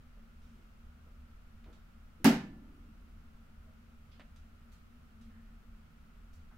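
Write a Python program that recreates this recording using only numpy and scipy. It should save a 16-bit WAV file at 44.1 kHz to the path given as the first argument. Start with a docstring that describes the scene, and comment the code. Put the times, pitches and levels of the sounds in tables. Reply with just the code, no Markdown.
"""One loud knock on a hollow piece of furniture in a small playroom, heard from a few metres away.
The impact radiates a sharp click and excites damped normal modes: a low boom in the body and a ring
in the panels. Early reflections, a short reverberation and a faint lingering resonance follow.
A toddler at a plastic table makes faint bumps, ticks and slides; a fridge hums over low room rumble."""
import sys
import numpy as np
from scipy import signal
from scipy.fft import rfft, irfft
from scipy.io import wavfile

SR = 44100
rng = np.random.default_rng(int(sys.argv[2]) if len(sys.argv) > 2 else 0)


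def waveform_to_disk(signal):
    """Save audio, clipped to [-1, 1], as 16-bit WAV at the path in sys.argv[1]."""
    frames = np.transpose(np.atleast_2d(signal))
    scaled = np.clip(frames, -1, 1) * 32767
    samples = np.round(scaled).astype(np.int16)
    wavfile.write(sys.argv[1], SR, samples)


N = 289737
KNOCK_S = 2.2447


# Spectrum of the contact click. Each row: frequency in Hz, level in dB.
CLICK_SPECTRUM = [(200, -15), (600, -8.5), (1200, -3.5), (1800, -1.5), (2800, -8), (4200, -4), (7000, -7.5),
                  (11500, 1.5), (13000, -12), (15500, -14.5)]
# Arrivals of the click: the direct sound, reflections off nearby surfaces, and at about 11 ms the click of the
# second edge contact. # Each row: delay in seconds, gain in dB, left minus right in dB, treble loss in dB per
# octave above 2 kHz.
CLICK_PATHS = [(0, -1, -4, 0.5), (.0019, -1, 0, 7.5), (.0064, -2, 0, 9.5), (0.0112, 0.5, -6.5, 8.5),
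               (0.0135, 2, 2, 5.5), (.021, -7.5, -0.5, 7.5)]
def contact_click():
    """Multipath propagation and a second contact: the click arrives directly, then later and duller off nearby
    surfaces, and again as the other edge lands."""
    out, hz = np.zeros((2, N)), freqs(count=4096)
    octaves_up = np.log2(np.maximum(hz / 2000, 1))
    for delay, db, pan_db, loss_db in CLICK_PATHS:
        click = minimum_phase(undb(curve(CLICK_SPECTRUM, hz) + db - loss_db * octaves_up))
        add(out, KNOCK_S + delay, pan(pan_db) * scatter(click, spread_s=0.00079, share=0.56))
    return out


def scatter(click, spread_s, share, count=256):
    """Diffuse scattering: rough surfaces smear a share of a click's energy over time."""
    smear = rng.standard_normal((2, count)) * np.exp(-np.arange(count) / SR / spread_s)
    smear[:, 0] = 0
    smear *= np.sqrt(share / np.sum(smear ** 2, axis=1, keepdims=True))
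    smear[:, 0] = np.sqrt(1 - share)
    return signal.fftconvolve(click[None, :4 * count], smear, axes=1)


# Modes of the hollow body. Each row: frequency in Hz, level in dB, 60 dB decay time in seconds.
BODY_MODES = [(147.7, -25, 0.65), (171, -33, 0.43), (199, -36, 0.59), (223.9, -13.5, 0.19),
              (236.4, -12, 0.35), (266.7, -18.5, 0.21), (286, -29.5, 0.34), (332, -29, 0.28),
              (383, -37.5, .36)]
# The object lands on one edge, then the other. Each row: delay in seconds, gain in dB.
EDGE_CONTACTS = [(0, 1.5), (0.0104, 2.5)]
def body_boom():
    """Impulse excitation: each contact sets the low modes of the hollow body ringing."""
    out, t = np.zeros((2, N)), np.arange(SR) / SR
    for delay, db in EDGE_CONTACTS:
        add(out, KNOCK_S + delay, undb(db) * modal_sum(BODY_MODES, t) * onset(t, rise_s=0.00066))
    return out


# Modes of the panels. Each row: frequency in Hz, level in dB, 60 dB decay time in seconds.
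PANEL_MODES = [(461, -34.5, 0.29), (519, -43.5, .27), (569, -46.5, 0.39), (616.3, -41.5, 0.301),
               (675, -42.5, .3), (742, -28.5, .2), (780, -36, 0.28), (823, -34.5, 0.17), (888, -33, 0.31),
               (1224, -46.5, .33), (1382, -47.5, .32), (1623, -30, 0.18), (1746, -50, 0.78),
               (1874, -41, 0.21), (2130, -45, 0.28), (2573, -41, .23), (2877, -40, 0.27)]
def panel_ring():
    """Free vibration: the stiff panels ring at their higher natural frequencies."""
    out, t = np.zeros((2, N)), np.arange(SR) / SR
    add(out, KNOCK_S, modal_sum(PANEL_MODES, t) * onset(t, rise_s=0.0011))
    return out


def modal_sum(modes, t):
    """Superposition of damped modes: neighbours start in antiphase, so their sum swells and beats."""
    return sum((-1) ** k * undb(db) * np.sin(2 * np.pi * hz * t) * decay(t, t60)
               for k, (hz, db, t60) in enumerate(modes))


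# Spectrum of the knock's diffuse ring. Each row: frequency in Hz, relative level in dB.
REVERB_SPECTRUM = [(40, -3.5), (80, -8), (120, -24.5), (175, -2.5), (320, -3), (480, -2), (800, -1.5),
                   (1100, -7), (1600, -4.5), (2500, -7.5), (3700, -13), (5000, -13), (8500, -22),
                   (12000, -19.5), (15500, -21)]
def reverberation():
    """Reflections of the knock gather into a dense reverberant field."""
    out, tail = np.zeros((2, N)), room_tail(curve(REVERB_SPECTRUM, freqs()))
    t = np.arange(tail.shape[1]) / SR
    add(out, KNOCK_S, undb(-22.5) * tail * onset(t, rise_s=0.0029))
    return out


# Reverberation time of the room. Each row: frequency in Hz, 60 dB decay time in seconds.
REVERB_TIMES = [(100, 0.55), (300, 0.31), (700, 0.38), (2000, 0.39), (4000, 0.34), (8000, 0.29),
                (15000, 0.2)]
def room_tail(spectrum_db, count=32768):
    """Frequency-dependent damping: each half-octave band of a diffuse field dies at its own rate."""
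    noise = level(colour(diffuse(split_hz=750), undb(spectrum_db)), 0)
    bins, t = rfft(noise[:, :count]), np.arange(count) / SR
    octave = np.log2(freqs(count))
    out = 0
    for centre in np.arange(5, 14.6, .5):
        band = irfft(bins * np.maximum(1 - 2 * abs(octave - centre), 0))
        out = out + band * decay(t, curve(REVERB_TIMES, 2 ** centre))
    return out


def lingering_resonance():
    """Light damping lets a faint low resonance outlast the knock."""
    out, t = np.zeros((2, N)), np.arange(N) / SR
    shape = bell(centre_hz=240, octaves=0.31) + undb(-24) * bell(centre_hz=499.6, octaves=0.89)
    noise = level(colour(diffuse(split_hz=880), shape), -45)
    add(out, KNOCK_S, noise * onset(t, rise_s=.03) * decay(t, t60=2.02))
    return out


# Soft bumps against table and chair. Each row: start in seconds, level in dB, centre in Hz,
# width in octaves, decay time constant in seconds.
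DULL_BUMPS = [(0.168, -70.5, 583, .35, 0.015), (0.543, -68.5, 330, .35, .07),
              (1.066, -72.5, 494, .65, 0.015), (1.662, -56.5, 165, 1.6, .045),
              (2.199, -55, 226, .55, 0.023), (3.669, -69.5, 630, .25, .02), (4.196, -59.5, 460, 1.55, .005),
              (6.511, -65.5, 1070, .6, 0.052)]
# Ticks of things handled on the table. Each row: start in seconds, level in dB, centre in Hz,
# width in octaves, reverberant-to-direct ratio in dB.
BRIGHT_TICKS = [(1.641, -72, 2170, .75, -12), (1.728, -69, 2650, .9, 5), (4.115, -67, 2870, .6, 10),
                (4.203, -62.5, 1900, .67, -19), (4.362, -70, 2510, 1.1, 0), (4.719, -67, 1800, 1.8, 9),
                (5.211, -70.5, 2190, 1.3, 5), (6.331, -71, 4000, 1.15, 8)]
# Things slid with a rustle or thin squeak. Each row: start in seconds, level in dB, centre in Hz,
# width in octaves.
TABLE_SLIDES = [(0.416, -69.5, 2000, 1.35), (5.302, -67.5, 1800, .13)]
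def toddler_handling():
    """Impact and friction: the toddler's bumps, ticks and slides excite the same room response."""
    out, walls = np.zeros((2, N)), room_tail(spectrum_db=0)
    walls = walls / np.sqrt(np.sum(walls ** 2) / 2)
    for start, db, hz, octaves, decay_s in DULL_BUMPS:
        add(out, start, touch(walls, db, hz, octaves, decay_s, room_db=-3))
    for start, db, hz, octaves, room_db in BRIGHT_TICKS:
        add(out, start, touch(walls, db, hz, octaves, decay_s=.016, room_db=room_db))
    for start, db, hz, octaves in TABLE_SLIDES:
        add(out, start, touch(walls, db, hz, octaves, decay_s=.17, room_db=3))
    return out


def touch(walls, db, centre_hz, octaves, decay_s, room_db):
    """Contact noise: a fading run of uneven micro-clicks, heard directly and through the room."""
    count = walls.shape[1]
    grit = rng.standard_normal(count) * undb(2.8 * rng.standard_normal(count))
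    grit *= np.exp(-np.arange(count) / SR / decay_s)
    contact = minimum_phase(bell(centre_hz, octaves, count) + undb(-86.5))
    sound = irfft(rfft(grit) * rfft(contact) * (1 + undb(room_db) * rfft(walls)))
    rms = np.sqrt(np.sum(sound ** 2) / (2 * SR * .03))  # as if all its energy fell within 30 ms
    return sound * undb(db) / rms


def fridge(swell_s=5.22, swell_db=4.5, rise_s=.25, fall_s=.95):
    """Narrow-band noise wavers in amplitude: a low hum that swells once, under a steady whirr."""
    lift_db = np.interp(np.arange(N) / SR - swell_s, [-rise_s, 0, fall_s], [0, swell_db, 0])
    hum = resonant_noise(hz=228.1, half_width_hz=12) * undb(-65.5 + lift_db)
    whirr = resonant_noise(hz=1333, half_width_hz=180) * undb(-73)
    return hum + whirr


def resonant_noise(hz, half_width_hz):
    """A resonance passes one band of random excitation; the result has unit rms."""
    response = 1 / (1 + ((freqs() - hz) / half_width_hz) ** 2)
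    return level(colour(diffuse(split_hz=490), response), 0)


# Rumble and air of the room. Each row: frequency in Hz, relative spectral density in dB.
AMBIENT_SPECTRUM = [(20, -5.5), (29, -2), (39, 1), (50, -13.5), (78, -2), (105, -19.5), (175, -16.5),
                    (260, -28), (320, -30.5), (660, -32.5), (950, -35), (1900, -36.5), (2800, -38),
                    (3500, -43), (9000, -52.5), (12500, -51), (15000, -51.5)]
def room_rumble():
    """Stationary ambient noise: low rumble with a soft hiss above it."""
    return level(colour(diffuse(split_hz=250), undb(curve(AMBIENT_SPECTRUM, freqs()))), -54.5)


def diffuse(split_hz):
    """Diffuse-field coherence: noise alike at both microphones in the bass, unrelated above split_hz."""
    mid, side = rng.standard_normal((2, N))
    coherence = 1 / (1 + (freqs() / split_hz) ** 2.77)
    mid = colour(mid, np.sqrt((1 + coherence) / 2))
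    side = colour(side, np.sqrt((1 - coherence) / 2))
    return np.array([mid + side, mid - side])


# Balance of the two microphones. Each row: frequency in Hz, left minus right in dB.
MICROPHONE_BALANCE = [(450, -2), (1300, -1.5), (2000, -1.5), (2800, -3), (5500, -4.5), (8000, -7),
                      (10500, 3.5), (13000, 2)]
def microphones(x):
    """Frequency response: each microphone colours the treble its own way; long waves reach both alike."""
    hz = freqs(count=1024)
    shading = 1 / (1 + (400 / hz) ** 4)
    gains = pan(curve(MICROPHONE_BALANCE, hz) * shading)
    return np.array([signal.fftconvolve(side, minimum_phase(gain))[:N] for side, gain in zip(x, gains)])


def onset(t, rise_s):
    """Exponential build-up towards full amplitude."""
    return 1 - np.exp(-t / rise_s)


def decay(t, t60):
    """Exponential decay by 60 dB in t60 seconds."""
    return np.exp(-np.log(1000) * t / t60)


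def undb(db):
    """Decibels to gain."""
    return 10 ** (np.asarray(db) / 20)


def level(x, db):
    """Set the rms level."""
    return x * undb(db) / np.sqrt(np.mean(x ** 2))


def freqs(count=N):
    """Frequency of each spectral bin, kept above zero."""
    return np.maximum(np.arange(count // 2 + 1) * SR / count, 1)


def curve(points, hz):
    """Interpolate (Hz, value) points on a log-frequency axis."""
    f, value = np.transpose(points)
    return np.interp(np.log(hz), np.log(f), value)


def bell(centre_hz, octaves, count=N):
    """Gaussian gain on a log-frequency axis."""
    return np.exp(-.5 * (np.log2(freqs(count) / centre_hz) / octaves) ** 2)


def colour(x, gain):
    """Filter by a gain for each bin."""
    return irfft(rfft(x) * gain, N)


def minimum_phase(gain):
    """Causal impulse response with the given gain in each bin."""
    cepstrum = irfft(np.log(gain))
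    half = len(cepstrum) // 2
    cepstrum[1:half] *= 2
    cepstrum[half + 1:] = 0
    return irfft(np.exp(rfft(cepstrum)))


def pan(db):
    """Left and right gains for a level difference."""
    return undb(np.array([[1], [-1]]) * db / 2)


def add(out, start_s, x):
    """Mix a sound in from start_s."""
    start = int(start_s * SR)
    count = min(x.shape[-1], N - start)
    out[:, start:start + count] += x[..., :count]


def scene():
    """Linear superposition: the knock and the small touches add to the room's background."""
    knock = contact_click() + body_boom() + panel_ring() + reverberation() + lingering_resonance()
    return microphones(knock + toddler_handling()) + room_rumble() + fridge()


def record(dry, cutoff_hz=15750):
    """Band limiting: a steep low-pass filter removes the highest treble."""
    return signal.sosfilt(signal.ellip(10, .2, 70, cutoff_hz, fs=SR, output="sos"), dry)


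dry = scene()
out = record(dry)
waveform_to_disk(out)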